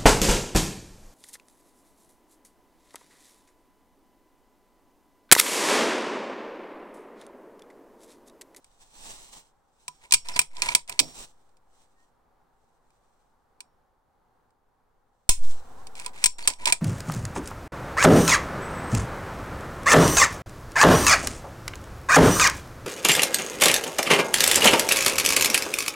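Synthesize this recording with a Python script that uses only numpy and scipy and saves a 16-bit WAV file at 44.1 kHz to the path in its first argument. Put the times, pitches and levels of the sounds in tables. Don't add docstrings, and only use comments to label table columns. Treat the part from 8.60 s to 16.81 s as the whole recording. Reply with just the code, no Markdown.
import sys
import numpy as np
from scipy import signal
from scipy.fft import rfft, irfft
from scipy.io import wavfile
from scipy.ndimage import uniform_filter1d, minimum_filter1d

SR = 44100
rng = np.random.default_rng(int(sys.argv[2]) if len(sys.argv) > 2 else 0)


def waveform_to_disk(signal):
    frames = np.transpose(np.atleast_2d(signal))
    scaled = np.clip(frames, -1, 1) * 32767
    samples = np.round(scaled).astype(np.int16)
    wavfile.write(sys.argv[1], SR, samples)


N = 362061
TIME = np.arange(N) / SR
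STRIKER_S = 6.6915
# (frequency [Hz], level [dB], t60 [s])
BARREL_MODES = [(153, -23, 0.17), (256, -30.5, 0.11), (442, -23, 0.1), (729.2, -7, 0.031),
                (980, -9.5, 0.051), (992, -1, 0.1002), (1285, -18.5, 0.088), (1460, -18, 0.049)]
# (frequency [Hz], level [dB], t60 [s])
RACEWAY_MODES = [(960, -3.5, 0.068), (2270, 3.5, 0.014), (2700, -6.5, 0.016), (3850, -7, .015),
                 (4300, -11, 0.011)]


def striker(snap_db=12, barrel_db=-22):
    # (frequency [Hz], level [dB])
    snap_left = [(100, -3.5), (350, -17), (700, -23), (1500, -24.5), (2400, -13), (4000, -16.5), (6800, -9),
                 (8600, -2.5), (9400, -2.5), (10100, -23.5), (15600, -12.5)]
    snap_right = [(100, -7), (350, -12.5), (700, -14.5), (1500, -14.5), (2400, -7.5), (4000, -8.5),
                  (6800, -3.5), (8600, 2.5), (9400, -12.5), (10100, -20.5), (13000, -17), (15600, -29.5)]
    out = np.zeros((2, N))
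    snap = steel_burst(snap_left, snap_right, t60=0.022)
    barrel = ring(BARREL_MODES, TIME[:snap.shape[1]], scatter_db=1.5)
    add(out, STRIKER_S, undb(snap_db) * snap + undb(barrel_db) * barrel)
    return out


def blows(firm_db=-25):
    # (time [s], level [dB], receiver clank [dB], left minus right [dB])
    bolt_hits = [(1.2803, -27.5, 9, -0.5), (1.5093, -30.5, 19, -8.5), (1.5225, -6.5, 6.5, 4),
                 (1.5375, -1.5, 7.5, 0.5), (1.542, -3, 6, -0.5), (1.6862, -28.5, 16, -4),
                 (1.7629, -23.5, 32, -2), (1.791, -2.5, -2, -1), (1.8157, -24, 14, 6),
                 (1.9681, -38, 25, -6), (2.0201, -15, 16, -2), (2.0594, -29.5, 9, 0),
                 (2.0879, -22.5, 22, -0.5), (2.1224, -35, 14, -8), (2.1496, -4, 5.5, -0.5),
                 (2.2774, -42.5, 16, 4), (2.2951, -26.5, -4, -5.5), (2.3248, -35, 19, -3),
                 (2.3919, -3, 22.5, 0), (2.3984, -10, 1, -1.5), (7.353, -40.5, 11.5, -2.5),
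                 (7.398, -33.5, 4, -5), (7.4619, -24.5, 9.5, -4), (7.6402, -2, 9, 5.5),
                 (7.6584, -1.5, 5, 4), (7.784, -40, 8, -6), (7.8744, 1, 2.5, 1.5), (7.9011, -28.5, 13, -12),
                 (7.936, -40.5, 16, -12), (8.0561, -14.5, 11, -2), (8.0734, -15.5, 17, 2),
                 (8.1005, -25.5, 10, -5), (8.1234, -3.5, 5.5, 0.5)]
    # (time [s], level [dB])
    trigger_ticks = [(0.0436, -50), (2.892, -69), (2.9692, -63), (4.3043, -64.5), (5.005, -35.5),
                     (5.905, -72), (7.2693, -40)]
    for s, db, clank_db, pan_db in bolt_hits:
        excess_db = max(db - firm_db, 0)
        yield s, db, clank_db, -7.5 - 0.82 * excess_db, pan_db, 0.023 + 0.00015 * excess_db
    for s, db in trigger_ticks:
        yield s, db, 7.5, -20, 0, 0.03


def clacks(clank_hz=4200, clank_octaves=0.79, bolt_db=-3):
    # (frequency [Hz], level [dB])
    steel_left = [(100, -22.5), (500, -23), (1600, -18), (2100, -13), (2400, -10), (2750, -14.5),
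                  (4200, -15), (6300, -15), (7600, -2), (8900, 2), (9900, -16), (12500, -18),
                  (15600, -26.5)]
    steel_right = [(100, -25), (500, -26.5), (1600, -11.5), (2100, -12.5), (2400, 1.5), (2750, -8),
                   (4200, -9), (5500, -7), (6400, -11), (8000, 0), (9100, -5.5), (10200, -29),
                   (12500, -22.5), (15400, -14)]
    # (frequency [Hz], level [dB], t60 [s])
    bolt_modes = [(2260, -20, 0.029), (2430, -19, .022), (3050, -36.5, .07), (3700, -35, .07),
                  (4113, -40, .08), (5442, -38, 0.12), (7100, -38.5, 0.092), (8382, -41.5, .14),
                  (8716, -39, 0.099)]
    t = TIME[:2 ** 14]
    octaves = np.log2((np.fft.rfftfreq(len(t), 1 / SR) + 1) / clank_hz)
    clank_band = np.exp(-0.5 * (octaves / clank_octaves) ** 2)
    out = np.zeros((2, N))
    for s, db, clank_db, barrel_db, pan_db, t60 in blows():
        steel = steel_burst(steel_left, steel_right, t60, tilt=undb(clank_db * clank_band))
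        bolt = undb(bolt_db) * np.array([ring(bolt_modes, t, scatter_db=2.5) for port in range(2)])
        barrel = undb(barrel_db) * ring(BARREL_MODES, t, scatter_db=2.5) * (1 - fade(t, t60=0.012))
        add(out, s, undb(db) * ((steel + bolt) * pan(pan_db) + barrel * pan(-4)))
    return out


def steel_burst(left, right, t60, tilt=1.0, contact_s=0.00037):
    t = TIME[:2 ** 14]
    chatter = irfft(rfft(noise(len(t), alike=0.65)) * tilt)
    chatter *= fade(np.maximum(t - contact_s, 0), t60)
    steel = np.vstack([colour(chatter[:1], left), colour(chatter[1:], right)])
    return steel / np.sqrt(np.mean(steel[:, :SR // 400] ** 2))


def spring():
    # (frequency [Hz], level [dB], t60 [s])
    spring_modes = [(5534, -43, .45), (5480, -42, .12), (7849, -44, .13)]
    # (time [s], level [dB])
    pings = [(1.28, -21), (1.538, -2), (1.792, -16), (2.392, 2), (5.005, -32.5), (7.27, -31.5), (7.658, -5),
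             (7.875, -12)]
    out = np.zeros((2, N))
    for s, db in pings:
        add(out, s, undb(db) * ring(spring_modes, TIME[:2 ** 14], scatter_db=1.5) * pan(0))
    return out


def friction():
    # (start [s], end [s], starting friction [dB], final friction [dB], barrel share [dB])
    strokes = [(1.411, 1.451, -57, -51.5, -3.5), (1.644, 1.75, -46.5, -39, -8),
               (1.757, 1.776, -32, -30, -2.5), (1.899, 2.024, -64, -40, -3), (2.02, 2.129, -30, -35.5, -10),
               (2.283, 2.385, -37.5, -58.5, -0.5), (7.356, 7.475, -46, -39.5, -15),
               (7.53, 7.638, -50, -40, -9.5), (7.782, 7.865, -41, -42, -9), (7.984, 8.061, -49.5, -42.5, 2),
               (8.063, 8.099, -23, -26, -4)]
    # (time [s], level [dB])
    rattles = [(1.793, -33), (2.15, -31.5), (7.875, -26.5), (8.124, -31)]
    parts = [(gate(start, end, t60=0.07) * undb(np.interp(TIME, [start, end], [from_db, to_db])), share_db)
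             for start, end, from_db, to_db, share_db in strokes]
    parts += [(gate(s, s, t60=0.14) * undb(db), -0.5) for s, db in rattles]
    return sum(level for level, _ in parts), sum(level * undb(share_db) for level, share_db in parts)


def bolt_slide(rasp_db=-2, barrel_db=-6, raceway_db=-4):
    # (frequency [Hz], level [dB])
    rasp_colour = [(150, -24), (550, -12), (850, -9), (1200, -6.5), (1800, -7), (2350, 0.5), (2900, -6),
                   (4300, -8.5), (6500, -11.5), (8500, -2.5), (10200, -23.5), (15500, -24.5)]
    rasping, binding = friction()
    catches = unit(undb(2 * walk(rate=150) + 4.5 * walk(rate=2200)))
    force = noise(N, alike=0.63) * catches
    slips = force[0] * unit(undb(3 * walk(rate=500))) * binding
    barrel = undb(barrel_db) * resonate(slips, BARREL_MODES)
    raceway = undb(raceway_db) * resonate(slips, RACEWAY_MODES)
    rasp = undb(rasp_db) * colour(force * rasping, rasp_colour)
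    return (rasp + barrel + raceway) * pan(-2)


def bolt_jolts(onset_t60=0.005):
    # (time [s], level [dB])
    jumps = [(2.059, -27), (2.088, -22), (2.122, -27), (8.07, -18), (8.085, -23), (8.101, -27)]
    out, t = np.zeros((2, N)), TIME[:SR // 4]
    for s, db in jumps:
        add(out, s, undb(db) * ring(RACEWAY_MODES, t, scatter_db=2) * (1 - fade(t, onset_t60)) * pan(-3))
    return out


def squeaks(waver=0.012):
    # (time [s], length [s], start pitch [Hz], end pitch [Hz], level [dB])
    glides = [(1.728, 0.022, 5300, 5350, -38.5), (1.742, 0.025, 4400, 5100, -39),
              (2.086, 0.0096, 2290, 2280, -15.5), (2.113, 0.018, 2380, 2280, -31),
              (3.35, .11, 1810, 1880, -70), (7.156, 0.0764, 899, 1165, -51),
              (7.829, 0.025, 4400, 4600, -39)]
    out, wobble = np.zeros((2, N)), walk(rate=680)
    for s, length, start_hz, end_hz, db in glides:
        along = np.linspace(0, 1, int(length * SR))
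        hz = np.interp(along, [0, 1], [start_hz, end_hz])
        hz *= 1 + waver * wobble[int(s * SR):][:len(along)]
        tone = np.sin(2 * np.pi * np.cumsum(hz) / SR)
        add(out, s, undb(db) * np.sin(np.pi * along) * tone * pan(-4))
    return out


def brushing():
    # (middle [s], width [s], level [dB])
    brushes = [(0.05, 0.1, -72), (0.225, 0.012, -57), (0.495, 0.08, -43.8), (0.75, 0.036, -48.5),
               (1.24, 0.043, -71), (1.42, 0.12, -65), (2.47, 0.048, -46), (2.595, 0.025, -40),
               (2.75, 0.12, -74), (3.2, 0.045, -66), (3.42, 0.044, -73), (4.05, 0.06, -82),
               (4.48, 0.17, -78), (6.875, 0.042, -48.5), (7.17, 0.18, -64.5), (7.9, 0.12, -67)]
    return sum(undb(db) / np.cosh(np.clip((TIME - s) / width, -20, 20)) for s, width, db in brushes)


def hand(uneven_db=2.0, grain_db=1.5, gap_s=0.0008, gap_drift=0.18, bounce=0.18):
    # (frequency [Hz], level [dB])
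    skin_colour = [(59, -34.5), (100, -4.5), (492, -3), (570, -3.5), (872, -0.5), (1330, -7.5),
                   (1550, -9.5), (4020, -2.5), (4770, -7), (6150, -2), (6840, -6), (7610, 2.5), (9020, -3),
                   (10200, -19.5), (16000, -16.5)]
    grains = unit(undb(uneven_db * walk(rate=45) + grain_db * walk(rate=1500)))
    rub = colour(noise(N, alike=0.39) * grains, skin_colour)
    earlier = TIME - gap_s * (1 + gap_drift * walk(rate=3.2))
    reflection = np.array([np.interp(earlier, TIME, port) for port in rub])
    return unit(rub + bounce * reflection) * brushing() * pan(-2)


def wood(rest_db=-73, hand_db=-8.5, bolt_db=-12, knock_db=-27, grip_db=-36, grip_s=2.405):
    # (frequency [Hz], level [dB])
    tabletop_colour = [(25, 3.5), (45, 3.5), (80, 6.5), (110, -1.5), (155, -6.5), (200, -15.5),
                       (400, -21.5), (700, -26.5), (1500, -48.5)]
    stock_colour = [(60, -11.5), (110, -9), (155, 1), (200, -13), (260, -3.5), (400, -10), (700, -10),
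                    (1500, -39)]
    bolt_work = uniform_filter1d(friction()[0], size=SR // 6)
    effort = undb(rest_db) + undb(hand_db) * brushing() + undb(bolt_db) * bolt_work
    out = rumble(N, cutoff_hz=17) * effort
    t = TIME[:SR]
    knock = colour(noise(SR, alike=0.97) * fade(t, t60=0.039), tabletop_colour)
    thud = colour(noise(SR, alike=0.5) * fade(t, t60=0.28), stock_colour)
    add(out, STRIKER_S, undb(knock_db) * knock)
    add(out, grip_s, undb(grip_db) * thud * pan(-6.5))
    return out


def walls(x, first_s=0.0087, t60=0.15, echo_db=-25):
    # (frequency [Hz], level [dB])
    echo_colour = [(100, -9), (1000, -10), (2500, -3.5), (6000, 0.5), (8500, -2), (10500, -7),
                   (16000, -8.5)]
    t = TIME[:SR // 2]
    echo = colour(noise(len(t), alike=0.2) * fade(t, t60) * (t > first_s), echo_colour)
    echo /= np.linalg.norm(echo, axis=1, keepdims=True)
    return undb(echo_db) * signal.fftconvolve(x, echo, axes=1)[:, :N]


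def hush(level_db=-68, waver_db=0.9):
    # (frequency [Hz], level [dB])
    hush_colour = [(15, -31), (25, 2), (185, -9), (212, -12), (249, -5), (293, -11.5), (503, -6),
                   (641, -11), (775, -2.5), (1440, -13.5), (2280, -25.5), (2550, -28.5), (4370, -30),
                   (5000, -32.5), (16000, -37)]
    # (time [s], gain [dB])
    phone_gain = [(1.2, -1), (4.0, 0.5), (6.76, -1.5), (6.85, 10), (7.2, 16), (7.58, 14.5), (7.7, 0.5),
                  (7.8, 8.5), (8.2, 2)]
    gain_db = np.interp(TIME, *np.transpose(phone_gain))
    air = colour(noise(N, alike=0.54), hush_colour)
    return air * undb(level_db + gain_db + waver_db * walk(rate=5))


def bass_lurch(swing_db=0.3, swing_s=0.165, swing_spread=0.46, sag_db=-19, shudder_db=-24):
    # (time [s], level [dB])
    lurches = [(1.538, -31.5), (1.792, -34.5), (6.6908, -11), (7.658, -30), (7.875, -29.5), (8.124, -36.5)]
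    t = TIME[1:2 * SR]
    onset = (1 - fade(t, t60=0.017)) ** 2
    dip = fade(t, t60=0.2)
    swing = undb(swing_db) * np.exp(-(np.log(t / swing_s) / swing_spread) ** 2)
    sag = undb(sag_db) * fade(t, t60=6.0) * np.sqrt(np.abs(np.sin(np.pi * t / t[-1])))
    out = np.zeros((2, N))
    for s, db in lurches:
        shudder = undb(shudder_db) * rumble(len(t), cutoff_hz=20) * fade(t, t60=1.4)
        add(out, s, undb(db) * (swing - dip - sag + shudder) * onset)
    return out


def undb(db):
    return 10 ** (np.asarray(db) / 20)


def unit(x):
    return x / np.sqrt(np.mean(x ** 2))


def colour(x, points):
    hz, db = np.transpose(points)
    size = 2048
    bin_hz = np.fft.rfftfreq(size, 1 / SR)
    gain = unit(undb(np.interp(np.log(bin_hz + 1), np.log(hz), db)))
    cepstrum = irfft(np.log(gain))
    cepstrum[1:size // 2] *= 2
    cepstrum[size // 2 + 1:] = 0
    response = irfft(np.exp(rfft(cepstrum)))
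    return signal.fftconvolve(x, response[None], axes=1)[:, :x.shape[1]]


def noise(size, alike):
    shared, *own = rng.standard_normal((3, size))
    return np.sqrt(alike) * shared + np.sqrt(1 - alike) * np.array(own)


def rumble(size, cutoff_hz):
    lowpass = signal.butter(2, cutoff_hz, fs=SR, output="sos")
    return unit(signal.sosfilt(lowpass, noise(size, alike=0.93)))


def fade(t, t60):
    return np.exp(-np.log(1000) * t / t60)


def gate(start, end, t60, attack_s=0.0054):
    return np.clip((TIME - start) / attack_s, 0, 1) * fade(np.maximum(TIME - end, 0), t60)


def ring(modes, t, scatter_db):
    return sum(undb(db + scatter_db * rng.standard_normal()) * fade(t, t60) * np.sin(2 * np.pi * hz * t)
               for hz, db, t60 in modes)


def resonate(force, modes):
    response = ring(modes, TIME[:SR // 4], scatter_db=2.5)
    return signal.fftconvolve(force, response / np.linalg.norm(response))[:N]


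def walk(rate):
    knots = rng.standard_normal(int(N / SR * rate) + 2)
    return unit(np.interp(TIME * rate, np.arange(len(knots)), knots))


def pan(db):
    return undb(np.array([[db], [-db]]) / 2)


def add(track, s, sound):
    start = int(s * SR)
    track[:, start:start + sound.shape[1]] += sound[:, :N - start]


def scene():
    rifle = clacks() + spring() + striker() + bolt_slide() + bolt_jolts() + squeaks()
    near = rifle + walls(rifle) + hand()
    near[1] = np.roll(near[1], 8)
    return near + wood() + hush()


def record(dry, ceiling=1.024, release_s=0.0067, linger_s=0.07, linger_gain=1.7, top_hz=15800):
    over_db = 20 * np.log10(np.maximum(np.abs(dry).max(axis=0) / ceiling, 1))
    duck_db = -minimum_filter1d(-over_db, size=265, origin=-100)
    poles = np.exp(-1 / (np.array([release_s, linger_s]) * SR))
    fast, slow = (signal.lfilter([1 - pole], [1, -pole], duck_db) for pole in poles)
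    duck_db = np.max([duck_db, fast, linger_gain * slow], axis=0)
    limited = dry * undb(-uniform_filter1d(duck_db, size=45))
    lowpass = signal.ellip(8, 0.2, 60, top_hz, fs=SR, output="sos")
    return signal.sosfilt(lowpass, np.clip(limited + bass_lurch(), -1, 1))


dry = scene()
out = record(dry)
waveform_to_disk(out)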